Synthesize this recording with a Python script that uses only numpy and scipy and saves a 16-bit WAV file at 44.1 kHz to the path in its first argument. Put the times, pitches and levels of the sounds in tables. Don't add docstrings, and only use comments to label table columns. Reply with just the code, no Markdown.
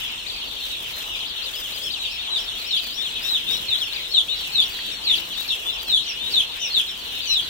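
import sys
import numpy as np
from scipy import signal
from scipy.fft import rfft, irfft, next_fast_len
from scipy.io import wavfile
from scipy.ndimage import uniform_filter1d

SR = 44100
rng = np.random.default_rng(int(sys.argv[2]) if len(sys.argv) > 2 else 0)


def volts(x):
    e = np.asarray(x, float) / 20
    return 10 ** e


def to_wav(s):
    ch = np.atleast_2d(s).T
    pcm = np.round(np.clip(ch, -1, 1) * 32767)
    wavfile.write(sys.argv[1], SR, pcm.astype(np.int16))


N = 330309
TIME = np.arange(N) / SR
PORT_LAG = 16


def level(x):
    return x / np.sqrt(np.mean(x ** 2))


def colour(x, shape):
    hz, db = np.transpose(shape)
    size = next_fast_len(N)
    bins = np.arange(1, size // 2 + 2) * SR / size
    gain = volts(np.interp(np.log(bins), np.log(hz), db))
    return irfft(rfft(x, size) * gain, size)[..., :N]


def walk(rate):
    k = int(SR / rate)
    steps = np.repeat(rng.standard_normal(N // k + 1), k)
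    return uniform_filter1d(steps, k)[:N]


def ports(alike):
    shared = rng.standard_normal(N)
    alike = np.clip(alike, 0, 1)
    both = np.array([shared, np.roll(shared, PORT_LAG)])
    own = rng.standard_normal((2, N))
    return np.sqrt(alike) * both + np.sqrt(1 - alike) * own


def shed(x, early_db, early_s, late_db, t60):
    t = np.arange(SR // 2) / SR
    chance = rng.standard_normal((2, 2, len(t)))
    sparse = rng.random((2, len(t))) < .012
    early = chance[0] * sparse * np.exp(-t / early_s)
    late = chance[1] * 10 ** (-3 * t / t60) * (1 - np.exp(-t / 0.019))
    early /= np.linalg.norm(early, axis=1, keepdims=True)
    late /= np.linalg.norm(late, axis=1, keepdims=True)
    echo = volts(early_db) * early + volts(late_db) * late
    return signal.fftconvolve(x, echo, axes=1)[:, :x.shape[1]]


def add_peep(out, rows, pan_db, lag, round_s=0.0073, fade_s=0.003):
    # (frequency [Hz], level against the whistle [dB])
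    overtones = [(4000, 0), (6000, -19), (7200, -25.5), (8600, -40), (10200, -19), (11500, -84),
                 (16000, -3)]
    s, hz, db = np.transpose(rows)
    t = np.arange(int(s[0] * SR), int(s[-1] * SR)) / SR
    k = max(int(round_s * SR), 1)
    pitch = uniform_filter1d(np.interp(t, s, hz), k, mode="nearest")
    swell = volts(uniform_filter1d(np.interp(t, s, db), k, mode="nearest"))
    swell *= np.clip(np.minimum(t - t[0], t[-1] - t) / fade_s, 0, 1)
    phase = 2 * np.pi * np.cumsum(pitch) / SR
    tone = np.sin(phase)
    for n in (2, 3):
        tone += volts(np.interp(n * pitch, *np.transpose(overtones))) * np.sin(n * phase)
    for side, sign in enumerate((1, -1)):
        start = int(s[0] * SR) + side * lag
        part = out[side, start:start + len(t)]
        part += np.sqrt(2) * volts(sign * pan_db / 2) * (swell * tone)[:len(part)]


def calls(table, shape, pan_db, throat=0.89, octave=1, gain_db=0.):
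    # (frequency [Hz], gain [dB])
    resonance = [(2500, -3.5), (3500, 0.5), (4000, -1.5), (4500, -10.5), (5500, -15)]
    out = np.zeros((2, N))
    share = np.linspace(0, 1, num=17)
    at, ratio, swell_db = np.transpose(shape)
    for s, length, hz, db, *bend in table:
        pitch = hz * np.interp(share, at, ratio) ** np.prod(bend)
        ring_db = throat * np.interp(pitch, *np.transpose(resonance))
        loud = db + gain_db + np.interp(share, at, swell_db) + ring_db
        add_peep(out, np.transpose([s + length * share, octave * pitch, loud]), pan_db, PORT_LAG)
    return out


def nearest_cries():
    # (share of length [0-1], pitch ratio [1], level [dB])
    shape = [(0, 1.21, -17), (.15, 1.24, -7), (.42, 1.06, -1.5), (.6, .99, -2), (.8, .93, 0),
             (0.998, .72, -16)]
    # (time [s], length [s], pitch [Hz], level [dB], bend [1 = as the shape])
    cries = [
        (2.672, .12, 3520, -19, 1.2),
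        (3.655, .11, 3630, -19, 0.87),
        (4.11, 0.1, 3687, -13, 0.87),
        (4.515, 0.12, 3655, -14.5, 0.9),
        (5.028, .13, 3610, -15, 1.14),
        (5.46, 0.082, 3576, -19.5, 1.24),
        (5.87, 0.12, 3560, -15, 0.76),
        (6.295, 0.13, 3606, -14.5, 1.24),
        (6.705, 0.11, 3613, -15, 1.3),
        (7.325, 0.084, 3485, -18.5, .85),
    ]
    return calls(cries, shape, 1.8)


def sagging_notes():
    # (share of length [0-1], pitch ratio [1], level [dB])
    shape = [(0, 1.01, -9), (.15, 1.01, -3), (.5, .96, 0), (.75, .87, 0), (1, .65, -10)]
    # (time [s], length [s], pitch [Hz], level [dB], bend [1 = as the shape])
    sags = [(.701, 0.044, 3900, -27.5, .31), (1.1, 0.07, 3800, -33, .61), (1.816, 0.087, 3440, -27, .91),
            (1.986, 0.11, 3980, -27.5, 1.11), (2.3, 0.1, 3960, -21.5, .96), (3.285, 0.1, 4000, -19.5, 1.06),
            (6.59, 0.07, 3680, -31, .4), (7.29, 0.066, 4050, -17.5, 0.18), (6.69, .045, 4250, -25, .1),
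            (2.461, 0.055, 3710, -29.5, .81), (5.851, .061, 5400, -29, .21), (5.495, .055, 2770, -26, 0.17)]
    return calls(sags, shape, 2.1)


def deep_chick():
    # (share of length [0-1], pitch ratio [1], level [dB])
    shape = [(0, 1.14, -14), (.25, 1.03, -3), (.65, .97, 0), (1, .83, -14)]
    # (time [s], length [s], pitch [Hz], level [dB])
    lows = [
        (6.055, .075, 2834, -28),
        (6.6, 0.084, 2890, -25),
        (7.255, .085, 2882, -24.5),
    ]
    whistle = calls(lows, shape, 1.5, throat=0)
    return whistle + calls(lows, shape, 2.0, throat=0, octave=2, gain_db=-3.5)


def slides():
    # (share of length [0-1], pitch ratio [1], level [dB])
    shape = [(0, 1.06, -8), (.2, 1.01, -1), (.6, .9, -1), (1, .76, -8)]
    # (time [s], length [s], pitch [Hz], level [dB])
    glides = [(.174, .045, 3240, -33), (1.363, .05, 3740, -33), (1.533, 0.044, 3360, -29),
              (1.552, 0.075, 3496, -34), (1.612, 0.072, 3550, -30.5), (1.692, 0.11, 4300, -45),
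              (1.934, 0.056, 3130, -30), (2.253, 0.071, 3580, -29.5), (1.2, 0.049, 3730, -28.5),
              (1.465, .04, 3823, -29), (3.04, 0.058, 3580, -25.5), (3.153, .05, 3750, -27.5),
              (3.515, 0.047, 3570, -27.5), (3.808, .042, 3440, -20.5), (3.853, 0.048, 3540, -35),
              (4.135, 0.055, 3340, -27), (4.653, 0.041, 3570, -33), (4.763, 0.083, 3450, -63),
              (5.3, .06, 3430, -30), (5.723, .06, 3230, -31), (5.865, 0.062, 3300, -32),
              (6.862, 0.067, 4027, -30), (.41, 0.052, 3480, -31.5), (1.0, 0.046, 3460, -35),
              (3.4, 0.034, 3900, -32), (6.06, 0.045, 3900, -39), (7.423, 0.065, 3280, -37)]
    return calls(glides, shape, 3.8)


def spikes():
    # (share of length [0-1], pitch ratio [1], level [dB])
    shape = [(0, .74, -9), (.42, 1, -3.5), (.55, 1, -7.5), (0.798, .78, -5), (1, .7, -21)]
    # (time [s], length [s], top pitch [Hz], level [dB])
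    jumps = [(.263, 0.051, 4760, -23), (.36, 0.082, 4770, -36), (.503, 0.1, 4440, -37),
             (.935, .08, 5100, -34), (1.163, 0.061, 4800, -30), (1.26, 0.056, 5180, -28),
             (1.418, 0.06, 4920, -22), (1.722, .07, 5040, -26), (1.9, 0.054, 4830, -20),
             (2.21, 0.1, 4130, -35), (2.758, 0.05, 4830, -19.5), (3.77, 0.054, 4430, -22.5),
             (3.923, 0.055, 4820, -21.5), (4.325, 0.084, 4780, -33), (4.606, 0.045, 4722, -18.5),
             (4.872, .065, 4598, -27), (5.148, 0.048, 4788, -21), (5.78, 0.049, 4078, -29),
             (5.99, .12, 4440, -29), (6.49, 0.073, 4640, -31), (6.942, .07, 4920, -36),
             (7.2, 0.075, 4690, -26.5)]
    return calls(jumps, shape, 11.4)


def flicks():
    # (share of length [0-1], pitch ratio [1], level [dB])
    shape = [(0, .86, -10), (.2, .98, -2), (.7, 1.03, 0), (.85, 1.08, -2), (1, 1.2, -9)]
    # (time [s], length [s], pitch [Hz], level [dB], bend [1 = as the shape])
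    held = [(.584, .041, 2700, -35, 1.25), (1.244, 0.035, 3430, -32, 1.25), (2.171, .061, 3620, -31.5, .91),
            (2.546, 0.052, 3320, -32.5, 1.23), (2.968, 0.083, 3556, -26, .91),
            (3.236, 0.08, 3740, -26, .61), (3.465, 0.11, 3710, -23.5, 0.62), (4.041, .046, 3610, -33, 1.11),
            (4.28, .075, 3690, -23, 1.2), (5.363, 0.069, 3750, -27, .91), (5.656, 0.058, 3510, -24, 0.15),
            (6.195, 0.066, 3620, -28.5, .7), (6.256, 0.044, 3760, -26, 0.645),
            (3.731, 0.037, 3820, -22, .51), (2.511, 0.025, 2950, -31, 0.69), (5.691, 0.022, 3940, -31, .41),
            (5.975, 0.046, 3680, -26, .6), (5.95, 0.026, 3900, -23, 0.73), (6.131, 0.06, 2880, -35, .21),
            (6.131, 0.08, 3400, -47, 0.022)]
    return calls(held, shape, 7.6)


def shrill_chick():
    # (share of length [0-1], pitch ratio [1], level [dB])
    shape = [(0, .8, -5.5), (.35, .99, -3.5), (.6, 1.01, -7), (1, .92, -8)]
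    # (time [s], length [s], pitch [Hz], level [dB])
    arches = [
        (1.535, 0.083, 5180, -36),
        (1.815, 0.078, 5440, -33.5),
        (2.088, .085, 5470, -36),
        (2.373, .08, 5560, -34.5),
        (2.644, .088, 5550, -35.5),
        (2.923, 0.096, 5650, -34.5),
        (3.213, 0.09, 5600, -35),
        (3.502, .08, 5600, -33),
    ]
    return calls(arches, shape, 11.0, throat=0)


def shrill_chick_further_off():
    # (share of length [0-1], pitch ratio [1], level [dB])
    shape = [(0, .88, -14), (.25, .99, -1), (.7, 1.01, -2), (1, .98, -12)]
    # (time [s], length [s], pitch [Hz], level [dB])
    tired = [(3.79, 0.087, 5360, -37), (4.07, 0.074, 5360, -39.5), (4.345, 0.076, 5420, -42),
             (4.63, 0.07, 5605, -40), (4.9, 0.054, 5580, -41.5), (5.175, .06, 5350, -46),
             (5.47, 0.042, 5500, -38.5), (5.715, 0.056, 5400, -39), (6.015, 0.0587, 5390, -42),
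             (6.295, .06, 5450, -38.5), (6.575, 0.067, 5470, -39), (6.875, 0.053, 5430, -38)]
    return calls(tired, shape, 6.06, throat=0)


def near_chicks():
    quick = shrill_chick() + spikes() + flicks() + slides()
    falling = shrill_chick_further_off() + nearest_cries() + sagging_notes() + deep_chick()
    crisp = quick + shed(quick, -10, .012, -12, .3)
    return crisp + volts(-5) * falling + shed(falling, -1.5, 0.016, -8.5, 0.16)


def flock():
    # (time [s], far flock level [dB])
    swell = [
        (0.0, -36),
        (6.65, -36),
        (7.09, -35.5),
        (7.49, -35),
    ]
    count, lead = 1100, SR // 2
    out = np.zeros((2, N + lead))
    evenly = rng.random((count, 4))
    around = rng.standard_normal((count, 4))
    for (when, arch, lag, far), (size, length, pan, bend) in zip(evenly, around):
        s = when * (N / SR + 1 / 2) + .07 * volts(3 * length) * np.array([0, .25, .65, 1])
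        slide = np.array([1.05 - .3 * arch, 1.06, .95, .8])
        slide = slide + .08 * bend * np.array([-1, -.4, .4, 1])
        pitch = 3400 * volts(1.2 * np.clip(size, -2, 2)) * slide
        db = 11 * far ** 3 + np.array([-9, -1, 0, -8])
        add_peep(out, np.transpose([s, pitch, db]), 2.2 + 3 * pan, int(2 * PORT_LAG * lag))
    heard = out + shed(out, -3, .025, -2, .4)
    return level(heard[:, lead:]) * volts(np.interp(TIME, *np.transpose(swell)) + 5.0)


def shuffling(rest_db, axis):
    # (time [s], length [s], rustle level [dB], thud level [dB])
    shuffles = [(0.0, 0.13, -43.5, -62), (.72, 0.38, -46.5, -49.5), (0.998, 0.11, -40.5, -62),
                (1.23, 0.045, -53, -46), (1.665, 0.24, -42.5, -61), (2.416, 0.067, -48, -54),
                (2.627, .07, -44.5, -53), (2.87, 0.1, -44, -67), (3.084, 0.027, -56, -42),
                (3.28, 0.1, -43, -47), (3.55, .1, -42.5, -45), (3.804, 0.47, -48, -45),
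                (4.488, 0.17, -45.5, -50), (4.72, .15, -45.5, -50), (5.212, 0.13, -45, -39),
                (5.433, 0.22, -44.5, -63), (5.69, 0.06, -45, -49), (5.893, .12, -49.5, -44),
                (6.344, 0.14, -45, -44), (6.803, 0.095, -45.5, -51), (7.07, 0.18, -49, -46.5),
                (7.296, 0.36, -47, -48.5)]
    settle_db = -7.5
    power = volts(2 * rest_db)
    for row in shuffles:
        power = power + volts(2 * (row[axis] + settle_db * np.abs(TIME - row[0]) / row[1]))
    return np.sqrt(power)


def litter():
    # (time [s], peak level [dB])
    ticks = [
        (0.7206, -48),
        (1.028, -36),
        (2.871, -35),
        (3.255, -36),
        (3.491, -34),
        (3.512, -35),
        (5.411, -36),
        (5.8308, -30.5),
        (5.8836, -34.5),
        (6.8145, -36),
    ]
    # (frequency [Hz], gain [dB])
    rustle = [(500, 0.5), (2000, 4), (6000, 1.5), (10000, -4.5), (13000, 4), (15500, 7.5)]
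    grains = ports(0.22) * volts(1.56 * walk(25) + 3.2 * walk(120))
    grains *= volts(3.2 * np.clip(rng.exponential(size=N), 0, 7))
    grains = level(grains) * volts(7) * shuffling(-61, axis=2)
    for when, db in ticks:
        k = int(when * SR)
        crack = rng.standard_normal(200) * np.exp(-np.arange(200) / 30)
        grains[:, k:k + 200] += volts(db + 10.0) * crack
    shade = [(8000, -0.5), (12000, -3.5), (14000, -15)]
    bright = colour(grains, rustle)
    bright[1] = colour(bright[1], shade)
    thud = level(colour(ports(0.97), [(40, -7.5), (150, -1.5), (400, -0.5), (1200, -14.0)]))
    return bright + thud * shuffling(-56, axis=3) * volts(3.0 * walk(20))


def peck():
    t = np.clip(TIME - 4.79, 0, None)
    return volts(-24.0) * np.exp(-t / 0.0019) * np.sin(2 * np.pi * 1900 * t)


def hum():
    # (frequency [Hz], gain [dB])
    room_tone = [(25, -6.5), (45, 1), (130, -12), (380, -10.5), (1000, -8), (2000, -10.5), (8000, -17.5),
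                 (15500, -35)]
    out = 0
    for hz in 30 * 2. ** np.arange(10):
        band = [(hz / 2, -40), (hz / np.sqrt(2), -3), (hz, 0), (hz * np.sqrt(2), -3), (hz * 2, -40)]
        flicker = volts(2.0 * walk(5.8) + 2.34 * walk(25))
        out = out + colour(ports(.9 - hz / 2500), band) * flicker
    return level(colour(out, room_tone)) * volts(-41.5)


def scene():
    return near_chicks() + flock() + litter() + peck() + hum()


def thin_treble(x, masked_db=-25, weak_db=-.9, from_hz=4400):
    hz, _, z = signal.stft(x, SR, nperseg=2048)
    power = np.mean(np.abs(z) ** 2, axis=0)
    strip = uniform_filter1d(uniform_filter1d(power, size=7, axis=0), size=3, axis=1)
    hidden = uniform_filter1d(power, size=140, axis=0) * volts(2 * masked_db)
    neighbours = np.exp(uniform_filter1d(np.log(strip + 1e-18), size=28, axis=0))
    weak = neighbours * volts(weak_db) ** 2
    keep = (strip > np.maximum(weak, hidden)) | (hz[:, None] < from_hz)
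    return signal.istft(z * keep, SR, nperseg=2048)[1][:, :N]


def band_limit(x):
    return signal.sosfilt(signal.butter(12, 15700, fs=SR, output="sos"), x)


def record(dry):
    top_cut = signal.ellip(8, .2, 70, 15700, fs=SR, output="sos")
    mix = signal.sosfilt(top_cut, thin_treble(dry))
    return band_limit(mix)


dry = scene()
out = record(dry)
to_wav(out)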